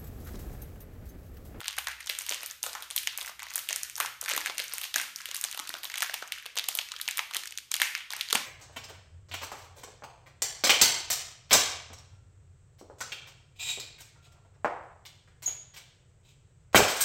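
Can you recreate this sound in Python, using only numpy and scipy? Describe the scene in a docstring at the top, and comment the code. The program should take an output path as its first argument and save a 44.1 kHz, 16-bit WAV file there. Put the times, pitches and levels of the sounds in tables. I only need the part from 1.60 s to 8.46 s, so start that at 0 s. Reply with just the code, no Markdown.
"""Fingers twist and tear open a foil-wrapped roll in a bare, hard-walled room, an arm's length from a camera.
Each crease buckles in a snap about a millisecond long: a patch of foil rings, its edge cracks, the dent pops.
Lesser snaps and small creases fall at random while the fingers move and fill the gaps; the room answers every snap; a low hum and faint hiss lie beneath."""
import sys
import numpy as np
from scipy import signal
from scipy.fft import rfft, irfft, next_fast_len
from scipy.io import wavfile
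from scipy.ndimage import map_coordinates

SR = 44100
rng = np.random.default_rng(int(sys.argv[2]) if len(sys.argv) > 2 else 0)


def to_wav(sig):
    """Store sig (one row per channel, or 1-D mono) as 16-bit WAV at the path in sys.argv[1].

    Samples outside -1..1 are clipped; the rate is SR.
    """
    pcm = np.clip(np.atleast_2d(sig), -1, 1) * 32767
    pcm = np.round(pcm).astype(np.int16)
    wavfile.write(sys.argv[1], SR, pcm.T)  # frames by channels


N = 302526

# the loudest buckling creases: (s, patch dB, patch pitch Hz, crack dB, crack pitch Hz, dent dB, dent pitch Hz)
SNAPS = [(0.014, -43.5, 1460, -38, 8610, -42.5, 704), (0.0817, -24.5, 3340, -23.5, 6400, -43.5, 930),
         (0.1681, -44, 2130, -37, 6320, -57, 790), (0.1811, -34, 1520, -52, 8130, -38.5, 800),
         (0.1851, -26.5, 2480, -20, 10860, -35, 860), (0.2713, -26, 1870, -34, 5600, -36.5, 940),
         (0.2845, -35, 1540, -27.5, 7980, -40, 870), (0.4061, -39, 2130, -38, 7510, -54, 810),
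         (0.4612, -48, 2990, -37, 6540, -54, 790), (0.4713, -40, 3200, -34, 5900, -50, 995),
         (0.4751, -34, 3240, -41, 6180, -57, 950), (0.4941, -35, 2780, -30, 8960, -46, 613),
         (0.4976, -22.5, 2840, -25, 10300, -43.5, 570), (0.5055, -36, 2760, -37, 8490, -60, 670),
         (0.5507, -35, 3090, -37, 7560, -56, 840), (0.5885, -36, 3360, -22, 7800, -53, 870),
         (0.6097, -36, 2380, -35, 5950, -47, 820), (0.6195, -46, 2640, -31, 8200, -66, 560),
         (0.6653, -34, 3300, -29, 8400, -51, 960), (0.688, -34, 2130, -40, 6710, -46, 940),
         (0.6935, -40, 3210, -22.5, 6360, -55, 750), (0.7043, -38, 3200, -29, 6320, -45, 665),
         (0.7121, -28, 3550, -36, 7710, -38, 557), (0.7228, -26, 2830, -32, 6610, -39, 815),
         (0.7357, -30.5, 3200, -35, 7840, -66, 590), (0.7451, -33, 2730, -29, 6200, -62, 580),
         (0.8325, -33.5, 2470, -29, 7540, -43.5, 684), (0.8615, -44, 2350, -24, 11540, -71, 890),
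         (0.9112, -62, 2200, -32.5, 6260, -77, 990), (1.0304, -43, 3850, -20.5, 8000, -61, 630),
         (1.0382, -32.5, 2520, -23, 9610, -39, 590), (1.0643, -32, 3200, -28.5, 6800, -36, 596),
         (1.1315, -39, 3830, -34.5, 6170, -50, 730), (1.1517, -56, 1330, -34, 6160, -34, 840),
         (1.224, -35.5, 2990, -30.5, 9760, -48, 750), (1.3036, -37, 2800, -32, 8000, -64, 760),
         (1.31, -32, 3270, -29, 8100, -47, 800), (1.3634, -26.5, 3470, -13.5, 9500, -46, 920),
         (1.3751, -48, 3410, -47, 6220, -75, 930), (1.3787, -22.5, 3330, -38, 6030, -65, 950),
         (1.386, -35, 2650, -25, 7500, -61, 900), (1.4328, -38, 2450, -30, 10200, -60, 920),
         (1.4731, -20, 2710, -28, 6160, -42, 845), (1.5761, -43, 2150, -19, 11800, -60, 630),
         (1.5858, -34, 2560, -39, 6500, -41.5, 770), (1.6073, -40, 2440, -35, 10030, -57, 760),
         (1.6124, -30.5, 3520, -33, 7610, -50, 760), (1.619, -40, 2250, -39, 9370, -44.5, 660),
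         (1.628, -48, 3060, -32, 8390, -55, 770), (1.6612, -41, 3760, -31.5, 7330, -58, 870),
         (1.6688, -45, 2430, -35, 8460, -47, 790), (1.679, -44, 3160, -40, 8000, -64, 750),
         (1.6941, -54, 1600, -51, 6120, -41.5, 750), (1.7943, -38, 1990, -36, 7770, -50, 890),
         (1.8017, -40, 2010, -54, 6670, -62, 780), (1.8215, -41.5, 2110, -39.5, 5710, -48, 880),
         (1.8307, -36, 2600, -34, 6750, -43, 960), (1.9015, -41, 3700, -52, 5790, -59, 930),
         (1.9059, -41, 2550, -36.5, 6800, -63, 810), (1.9383, -46, 2330, -29, 7750, -66, 950),
         (1.9578, -41.5, 1540, -14, 10100, -43.5, 950), (1.9628, -33, 3640, -28, 9480, -57, 890),
         (1.9799, -36.5, 1860, -26, 6600, -44.5, 700), (1.9915, -32, 3650, -29, 9440, -61, 780),
         (1.9955, -43, 2930, -34, 11150, -52, 890), (2.0891, -25, 2970, -23.5, 7850, -53, 830),
         (2.0975, -31.5, 2460, -39, 5990, -49, 586), (2.1078, -31, 1970, -28, 6090, -36, 653),
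         (2.1133, -44, 2590, -39, 5730, -59, 590), (2.1292, -30.5, 2720, -22.5, 6150, -63, 610),
         (2.1611, -36, 2040, -20, 7400, -49, 740), (2.2331, -39, 2960, -22.5, 7200, -71, 540),
         (2.2984, -40, 2780, -31.5, 7820, -61, 840), (2.3558, -56, 3440, -31.5, 5910, -73, 660),
         (2.3643, -51, 3680, -29, 7830, -57, 780), (2.3764, -45, 3770, -34, 10860, -60, 820),
         (2.3813, -38.5, 3360, -28, 8160, -41.5, 825), (2.4022, -31, 1420, -16.5, 11400, -28, 900),
         (2.409, -27, 2400, -25, 7140, -40, 600), (2.4483, -42, 1360, -46, 8810, -34, 850),
         (2.4604, -31, 2720, -29, 6030, -64, 750), (2.6135, -48, 3860, -23, 8500, -56, 780),
         (2.6171, -48, 3640, -38, 9080, -69, 720), (2.6276, -50, 2480, -35, 7970, -42, 535),
         (2.6404, -44, 3660, -33, 7220, -58, 570), (2.6493, -41, 3610, -39, 5830, -61, 890),
         (2.66, -35, 3840, -34, 7760, -58, 760), (2.681, -29.5, 2540, -30, 10270, -44, 746),
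         (2.6854, -29.5, 1870, -32, 5770, -60, 880), (2.6916, -28, 3440, -24, 8720, -46, 950),
         (2.6987, -28, 2000, -27, 6510, -36, 870), (2.7084, -28, 2970, -31, 7660, -41.5, 644),
         (2.7135, -29, 2140, -32, 5760, -40, 550), (2.7172, -27, 2930, -43, 5880, -40, 520),
         (2.7362, -33, 1900, -25, 6100, -41, 510), (2.7501, -31, 1910, -36, 6010, -46, 880),
         (2.7642, -29, 2270, -18, 11850, -39, 530), (2.7775, -24.5, 2840, -24.5, 6340, -31, 790),
         (2.8072, -36, 1840, -31, 6800, -50, 970), (2.8606, -26.5, 1980, -24, 8410, -43, 720),
         (2.869, -32, 2000, -37, 7390, -42, 920), (2.8734, -30, 2700, -40, 5890, -42, 760),
         (2.8984, -32, 2330, -44, 6300, -35, 650), (2.9815, -26, 3130, -24, 6760, -51, 700),
         (2.9941, -28.5, 2120, -38, 6000, -45, 540), (3.0, -25, 3050, -26.5, 9440, -40, 520),
         (3.0211, -34, 2980, -43, 5910, -60, 970), (3.0406, -39, 2270, -29, 10760, -62, 990),
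         (3.0819, -57, 3090, -34.5, 6730, -61, 780), (3.1372, -34, 2540, -21.5, 8800, -42.5, 786),
         (3.1435, -43, 3570, -40, 8800, -57, 940), (3.1825, -33.5, 2380, -23.5, 11200, -49, 830),
         (3.2151, -32.5, 3560, -27, 8200, -46, 870), (3.2319, -37, 2940, -38, 8820, -48, 880),
         (3.2358, -31, 2970, -28, 10230, -51, 870), (3.241, -30.5, 2930, -31, 7870, -59, 910),
         (3.2519, -35, 3090, -38, 8030, -46, 880), (3.3422, -23.5, 2900, -33, 6240, -46, 790),
         (3.3601, -26, 1570, -16.5, 7650, -34.5, 770), (3.3822, -27, 2850, -28, 7940, -40, 950),
         (3.3991, -29.5, 1940, -30, 6800, -47, 950), (3.4145, -36, 2040, -24.5, 8400, -42.5, 840),
         (3.5607, -55, 3620, -28.5, 6700, -75, 910), (3.6171, -44, 2230, -40, 6400, -63, 940),
         (3.6569, -30.5, 2960, -28.5, 9100, -67, 770), (3.689, -38, 3340, -42, 6480, -50.5, 560),
         (3.7134, -32, 3130, -33, 5750, -49, 890), (3.7468, -31, 3860, -22, 9800, -58, 880),
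         (3.7578, -34, 2540, -31, 6440, -57, 880), (3.7657, -39, 3060, -23, 9570, -64, 930),
         (3.7769, -43, 2760, -36, 8470, -66, 820), (3.8128, -42, 2690, -23.5, 8140, -69, 760),
         (3.8402, -25, 3520, -20, 6850, -46, 890), (3.8485, -35, 1920, -27, 6050, -40, 880),
         (3.9139, -38, 2950, -29.5, 8430, -64, 940), (3.9271, -33, 3030, -38, 6240, -57, 930),
         (3.9466, -35, 3070, -31, 9680, -45, 705), (3.9754, -32.5, 3270, -32, 8160, -41, 800),
         (3.9925, -31, 3310, -43, 6160, -39, 820), (3.9981, -34, 2240, -27.5, 8060, -39, 940),
         (4.0747, -36, 3080, -32, 8260, -58, 870), (4.0928, -30.5, 3940, -27.5, 8040, -45.5, 700),
         (4.1405, -29.5, 3170, -39, 5870, -38, 680), (4.2333, -33.5, 3260, -30, 11340, -63, 650),
         (4.2378, -41, 1900, -36, 7640, -48, 840), (4.2443, -38, 2780, -26.5, 10560, -46, 935),
         (4.2533, -30, 3280, -34, 10200, -47, 685), (4.2999, -34, 2190, -46, 7830, -53, 790),
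         (4.3184, -38, 2670, -46, 5850, -52, 840), (4.3412, -30, 1890, -33.5, 7070, -56, 910),
         (4.3567, -30.5, 2870, -37, 5760, -44, 760), (4.3739, -44, 2320, -35, 6430, -52, 950),
         (4.3784, -29, 2920, -39, 8100, -52, 970), (4.3825, -33, 3150, -24.5, 8870, -46, 930),
         (4.406, -30, 2520, -26, 5800, -42, 820), (4.422, -22, 2640, -26, 6200, -34, 825),
         (4.4276, -26.5, 1530, -20.5, 9600, -38, 810), (4.4363, -39, 1930, -28, 7810, -53, 780),
         (4.4451, -38, 1820, -36, 6840, -48, 900), (4.4964, -33.5, 1760, -46, 5780, -39.5, 725),
         (4.5372, -39, 2590, -44, 8430, -40.5, 810), (4.5413, -26, 2220, -22, 8140, -37.5, 810),
         (4.6248, -39.5, 1560, -51, 5890, -34.5, 740), (4.7219, -24.5, 2650, -27.5, 8300, -51, 920),
         (4.7263, -48, 2550, -46, 7020, -54, 890), (4.7834, -42, 2560, -48, 6900, -61, 840),
         (4.8579, -40, 2610, -42, 7610, -45.5, 576), (4.8621, -32, 2490, -35, 7190, -52, 590),
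         (4.9565, -40, 3310, -33, 11120, -53, 600), (4.9679, -36, 3150, -36, 6190, -36.5, 624),
         (4.9723, -28.5, 2800, -34, 6700, -43, 664), (4.9766, -25, 3160, -42, 6440, -45, 630),
         (4.9864, -22.5, 3360, -41, 5800, -42.5, 800), (4.9951, -24.5, 3500, -43, 6500, -61, 680),
         (5.0414, -31, 3670, -39, 6040, -55, 950), (5.0873, -24, 3240, -15.5, 7650, -36.5, 710),
         (5.1523, -29, 3840, -17, 11200, -44, 700), (5.1739, -41, 3750, -24, 8950, -50, 640),
         (5.1886, -20, 2920, -29, 6950, -42, 820), (5.193, -31, 3470, -38, 8030, -40.5, 790),
         (5.2138, -34, 3430, -42, 6010, -53, 840), (5.2876, -38, 2720, -53, 6070, -64, 970),
         (5.3187, -29, 3160, -54, 5750, -45.5, 980), (5.3641, -33.5, 3230, -57, 6600, -69, 1010),
         (5.3998, -37, 2020, -43, 6750, -59, 990), (5.4143, -28, 3800, -22, 10200, -67, 930),
         (5.4787, -24, 2500, -38, 5830, -40, 835), (5.487, -24.5, 2220, -25, 7200, -41.5, 830),
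         (5.5109, -30.5, 3170, -25.5, 7400, -63, 840), (5.5732, -31, 3920, -22.5, 7950, -54, 750),
         (5.5813, -30.5, 2100, -23, 8990, -58, 730), (5.5926, -22, 2100, -45, 5900, -29, 880),
         (5.711, -37, 2950, -41, 7710, -42.5, 900), (5.7367, -32, 2980, -40, 6640, -53, 940),
         (5.7472, -27.5, 2780, -25, 7300, -42, 890), (5.7565, -31, 2180, -37, 8540, -43, 730),
         (5.7623, -38, 2190, -39, 6570, -38.5, 660), (5.7675, -23, 3300, -19.5, 8600, -49.5, 580),
         (5.8357, -34.5, 2650, -43, 6390, -61, 820), (5.857, -41, 1970, -33, 7700, -66, 830),
         (5.8741, -35, 3630, -33, 6470, -69, 810), (5.9087, -47, 2540, -37, 6640, -59, 720),
         (5.9235, -36, 2700, -40, 6290, -57, 940), (5.976, -33.5, 3600, -29, 6200, -61, 920),
         (5.9854, -33, 3110, -30, 7900, -67, 890), (6.112, -45, 3340, -47, 9240, -53, 840),
         (6.1165, -27, 3150, -20.5, 6200, -46, 890), (6.1413, -21, 3370, -19, 6460, -45, 900),
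         (6.1461, -30, 2540, -34, 9430, -53, 640), (6.1545, -41, 3330, -28, 7750, -45, 930),
         (6.1654, -30, 2830, -27, 6810, -57, 930), (6.2004, -26, 2340, -28, 7120, -37, 746),
         (6.2069, -32, 3460, -40, 8460, -51, 910), (6.2176, -15, 2040, -13.5, 8300, -28.5, 930),
         (6.3512, -24.5, 2470, -49, 5950, -62, 980), (6.5053, -31, 3470, -41, 6600, -45, 840),
         (6.5179, -54, 2150, -35, 7550, -57, 890), (6.5255, -33.5, 3900, -37.5, 6380, -59, 830),
         (6.535, -30, 2070, -31, 6740, -39.5, 880), (6.5656, -42, 3170, -30, 7430, -58, 780),
         (6.6039, -52, 2300, -47, 5680, -65, 950), (6.6104, -22, 3130, -30, 8300, -54, 980),
         (6.6876, -33.5, 3750, -49, 6000, -62, 680), (6.702, -31, 3140, -38, 5790, -52, 1000),
         (6.7075, -28, 2980, -38, 6330, -46, 1000), (6.728, -15.5, 4000, -15.5, 8200, -28, 544),
         (6.7508, -52, 2620, -21, 6720, -25.5, 770), (6.7545, -17, 2500, -20, 6900, -30.5, 726)]
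# handling: (s, effort dB, share sent to the room rather than at the microphone dB)
HANDLING = [(0.0, -40.5, -5), (0.5, -52, -1), (0.65, -48, -1), (1.09, -46, 0), (1.47, -49.5, -3.5), (1.74, -42, -3),
            (2.27, -51, -1.5), (2.48, -39.5, -2), (2.79, -41, -3.5), (3.5, -50, 1), (3.92, -44, -4.5), (4.15, -47.5, -2.5),
            (4.47, -45.5, -3), (4.76, -49.5, -4), (5.64, -48, -4.5), (6.11, -53, -5.5), (6.27, -45, -0.5), (6.86, -40, -3.5)]
CREASE = [(410, -39), (700, -3.5), (1660, -4.5), (3110, 1), (4880, 4.5), (9030, -12), (10500, -10), (14000, -1.5)]  # small creases: (Hz, dB per Hz)
ROOM = [(300, 0.53), (800, 0.38), (2100, 0.54), (5500, 0.48), (14600, 0.43)]  # (Hz, t60 s)
ROOM_COLOUR = [(250, -2.5), (500, -4), (1000, -1.5), (2500, 2), (6000, -7), (14000, -2)]  # (Hz, dB)
AIR = [(20, -8), (40, -30), (90, -1), (160, -6), (400, -10), (2000, -18), (15000, -24)]  # room tone: (Hz, dB)
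HUM = [(0.0, -69, -74), (0.07, -70, -87), (0.29, -62, -80), (0.48, -70, -91), (1.53, -75.5, -89), (2.64, -73.5, -75),
       (5.29, -82, -89), (5.41, -74, -93), (5.64, -76, -75), (5.69, -79, -83), (6.78, -71.5, -71), (6.86, -90, -82)]
LEAD_S = .004  # fixed
TOP_HZ, EDGE_HZ = 16500, 15300  # fixed
# the roll knocks dully in the grip: (s, peak dB, pitch Hz)
KNOCKS = [(0.707, -59, 302), (2.4, -51, 320), (2.734, -34.5, 406), (2.774, -39.5, 313), (2.893, -39, 400), (2.997, -45, 407),
          (3.359, -43, 278), (3.998, -44, 303), (4.097, -46, 320), (4.139, -44, 357), (4.423, -58, 390),
          (5.764, -40, 400), (6.752, -27.5, 258)]
MICROPHONE = [(450, -0.5), (750, -2.5), (1350, 7.5), (2500, -1), (4900, 0), (6500, 1.5), (7600, -4.5), (9000, -3), (10400, -8.5), (12500, -4.5), (15000, -8)]  # (Hz, dB)
# lesser snaps fall at random: usual (dB over the handling effort, pitch Hz, scatter dB, relative pitch scatter)
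LESSER_PATCH, LESSER_CRACK, LESSER_DENT = (1, 2590, 3.8, 0.26), (1, 8400, 3.4, 0.28), (-16.5, 803, 7, 0.18)
LESSER_PER_S = 40  # fixed
# the fingers hold still: (from s, to s)
PAUSES = [(.32, .39), (.925, 1.028), (1.235, 1.29), (1.7, 1.79), (2.3, 2.354), (2.47, 2.61), (3.26, 3.34), (3.42, 3.555),  # fixed
          (4.19, 4.23), (4.88, 4.954), (5.22, 5.285), (5.6, 5.695), (5.99, 6.09), (6.225, 6.345), (6.42, 6.5), (6.615, 6.67), (6.775, 6.86)]  # fixed
STILL_DB = -18  # fixed; small creases while the fingers rest
WAVER_DB, WAVER_PER_S = 2.5, 9  # both hums waver at random
KNOCK_CYCLES = 12.3  # cycles to die by 60 dB


def amp(db):
    return 10 ** (np.asarray(db) / 20)


def unit(x):
    """Rms 1."""
    return x / np.sqrt(np.mean(x ** 2) + 1e-20)


def along(points, hz):
    """(Hz, value) points on a log axis."""
    f, v = np.transpose(points)
    return np.interp(np.log(hz + 1), np.log(f + 1), v)


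def curves(rows):
    """One value per sample for each column after the time."""
    s, *cols = np.transpose(rows)
    return [np.interp(np.arange(N) / SR, s, c) for c in cols]


def filtered(x, response):
    """x times a response of frequency."""
    m = next_fast_len(x.shape[-1] + 8192)
    return irfft(rfft(x, m) * response(np.fft.rfftfreq(m, 1 / SR)), m)[..., :x.shape[-1]]


def placed(starts_s, shapes):
    """Sums one short shape per start time."""
    at = np.round(starts_s * SR).astype(int)[:, None] + np.arange(shapes.shape[1])
    return np.bincount(at.ravel(), shapes.ravel(), N + SR)[:N]


def snaps(effort_db):
    """A release under a millisecond long, then a weak rattle of the neighbouring foil, heard through three resonances."""
    s, patch_db, patch_hz, crack_db, crack_hz, dent_db, dent_hz = np.vstack([SNAPS, lesser_snaps(effort_db)]).T
    t = np.arange(SR // 30) / SR
    chance = rng.standard_normal((len(s), len(t)))
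    release_s = 0.0015 * np.exp(0.6 * chance[:, -1:])  # some creases let go at once, some tear
    release = (chance + 1.4 * (t < .00008)) * amp(-60 * t / release_s) * (1 - np.exp(-t / .00005))
    rattle = chance * amp(-15 - 60 * t / .022)  # fixed
    # the crease creeps for a few milliseconds before it lets go
    creep = chance[:, ::-1] * amp(-19 + 3 * chance[:, -2:-1] - 60 * (LEAD_S - t) / .007) * (t < LEAD_S)  # fixed
    release, rattle = (np.roll(v, round(LEAD_S * SR), axis=1) for v in (release, rattle))
    release = release + creep
    patch = rung(release + rattle, patch_hz, 2.25, patch_db + 2.0)
    crack = rung(release + 0.2 * rattle, crack_hz, 1.57, crack_db + 1.5)
    dent = rung(release + 2.9 * rattle, dent_hz, 2.56, dent_db + 2.5)
    # summed over all directions the ragged spectra even out: the room hears a plain click through broader resonances
    click = np.ones((len(s), 1)) * (t == 0)
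    around = rung(click, patch_hz, 1.52, patch_db + 0.0) - rung(click, crack_hz, 1.07, crack_db + 1.0) + rung(click, dent_hz, 2.36, dent_db + 2.5)
    return placed(s - LEAD_S, patch + crack + dent), placed(s, around)


def small_creases(level_db, per_second=450, spread_db=8.0):
    """Many tiny buckles of very unequal size, each a cycle or two at its own pitch."""
    draw = rng.random((round(N / SR * 900), 4))  # fixed
    draw = draw[draw[:, 3] < per_second / 900]
    t = np.arange(SR // 250) / SR
    hz = 1000 * (14000 / 1000) ** draw[:, 1:2]
    size = amp(-spread_db * np.log(draw[:, 2:3] + .06) + along(CREASE, hz)) * hz  # fixed
    ticks = placed(draw[:, 0] * N / SR, size * np.sin(2 * np.pi * hz * t) * np.exp(-t * hz / 1.3))  # fixed
    return amp(level_db) * unit(ticks)


def room(x):
    """Bare walls: each frequency dies at its own speed; a new tail every fifth of a second as the hands move."""
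    out, step = np.zeros(N + SR), SR // 5
    for start in range(0, N, step):
        hz, t, z = signal.stft(rng.standard_normal(SR // 2), SR, nperseg=256)
        tail = signal.istft(z * amp(-60 * t / along(ROOM, hz)[:, None]), SR, nperseg=256)[1]
        tail = tail * (1 - np.exp(-np.arange(len(tail)) / SR / 0.0015))  # reflections build up
        lumps = np.repeat(rng.standard_normal(len(tail) // 32 + 1), 32)[:len(tail)]  # fixed
        tail = tail * amp(3.95 * lumps * np.exp(-np.arange(len(tail)) / SR / 0.049))  # early echoes arrive one by one
        answer = signal.fftconvolve(x[start:start + step], tail / np.linalg.norm(tail))
        out[start:start + len(answer)] += answer
    return filtered(out[:N], lambda hz: amp(along(ROOM_COLOUR, hz)))


def air():
    """Two wavering low hums over a faint, steady room tone."""
    low_db, upper_db = (db + WAVER_DB * wobble(WAVER_PER_S) for db in curves(HUM))
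    narrow = lambda c, width: unit(filtered(rng.standard_normal(N), lambda hz: 1 / (1 + ((hz - c) / width) ** 2)))
    tone = unit(filtered(rng.standard_normal(N), lambda hz: amp(along(AIR, hz))))
    return amp(low_db) * narrow(64.2, 7.7) + amp(upper_db - 2.0) * narrow(121.9, 1.54) + amp(-72) * tone


def rung(pushes, hz, sharpness, db):
    """Each push through its own resonance; small sources radiate little below their pitch. Energy of 2 ms at db."""
    u = 1j * np.fft.rfftfreq(pushes.shape[1], 1 / SR) / hz[:, None]
    response = u / (1 + u / sharpness + u * u) * (u / (u + 0.65)) ** 2
    shapes = irfft(rfft(pushes) * response, pushes.shape[1])
    return shapes * (amp(db) * np.sqrt(SR / 500) / np.linalg.norm(shapes, axis=1))[:, None]  # fixed


def knocks():
    """A soft, low ring of the roll."""
    s, db, hz = np.transpose(KNOCKS)[..., None]
    t60 = KNOCK_CYCLES / hz
    t = np.arange(SR // 5) / SR
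    return placed(s[:, 0], amp(db - 0.5 - 60 * t / t60) * np.sin(2 * np.pi * hz * t) * (1 - np.exp(-t / 0.001)))


def wobble(rate):
    """A smooth random curve, rate knots a second."""
    return map_coordinates(rng.standard_normal(int(N * 12 / SR) + 4), [np.arange(N) * np.clip(rate, .1, 12) / SR])  # fixed


def moving():
    """1 while the fingers work, 0 while they rest."""
    t = np.arange(N) / SR
    return 1 - sum((t > a) & (t < b) for a, b in PAUSES)


def lesser_snaps(effort_db):
    """Rows like those of SNAPS, at random moments of movement, as strong as the handling."""
    s = rng.random(round(LESSER_PER_S * N / SR)) * (N - 1) / SR
    z = np.clip(rng.standard_normal((6, len(s))), -2.5, 1.5)  # fixed
    at = (s * SR).astype(int)
    columns = [s]
    for k, (over_db, hz, scatter_db, spread) in enumerate((LESSER_PATCH, LESSER_CRACK, LESSER_DENT)):
        columns += [effort_db[at] + over_db + scatter_db * z[2 * k], hz * np.exp(spread * z[2 * k + 1])]
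    return np.transpose(columns)[moving()[at] > 0]


def scene():
    """Foil, its room and the background."""
    effort_db, room_db = curves(HANDLING)
    creases = filtered(small_creases(effort_db - 7.5 + STILL_DB * (1 - moving())), lambda hz: 1 / (1 + (600 / (hz + 1)) ** 4))  # too small for bass
    direct, around = snaps(effort_db)
    rest = creases + knocks()
    return (direct + rest + room((around + rest) * amp(room_db)) + air())[None]


def record(dry):
    """The microphone's colour and its lopsided overload; the top of the treble is dropped, nothing above the limit."""
    picked = filtered(dry, lambda hz: amp(along(MICROPHONE, hz)))
    picked = picked / (1 + np.abs(picked / .78) ** 4) ** (1 / 4)  # fixed
    picked = picked + .2 * picked ** 4  # the loudest snaps rectify a little and leave a low thump
    return filtered(picked, lambda hz: np.where(hz < EDGE_HZ, 1, amp(-28)) * (hz < TOP_HZ))


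dry = scene()
out = record(dry)
to_wav(out)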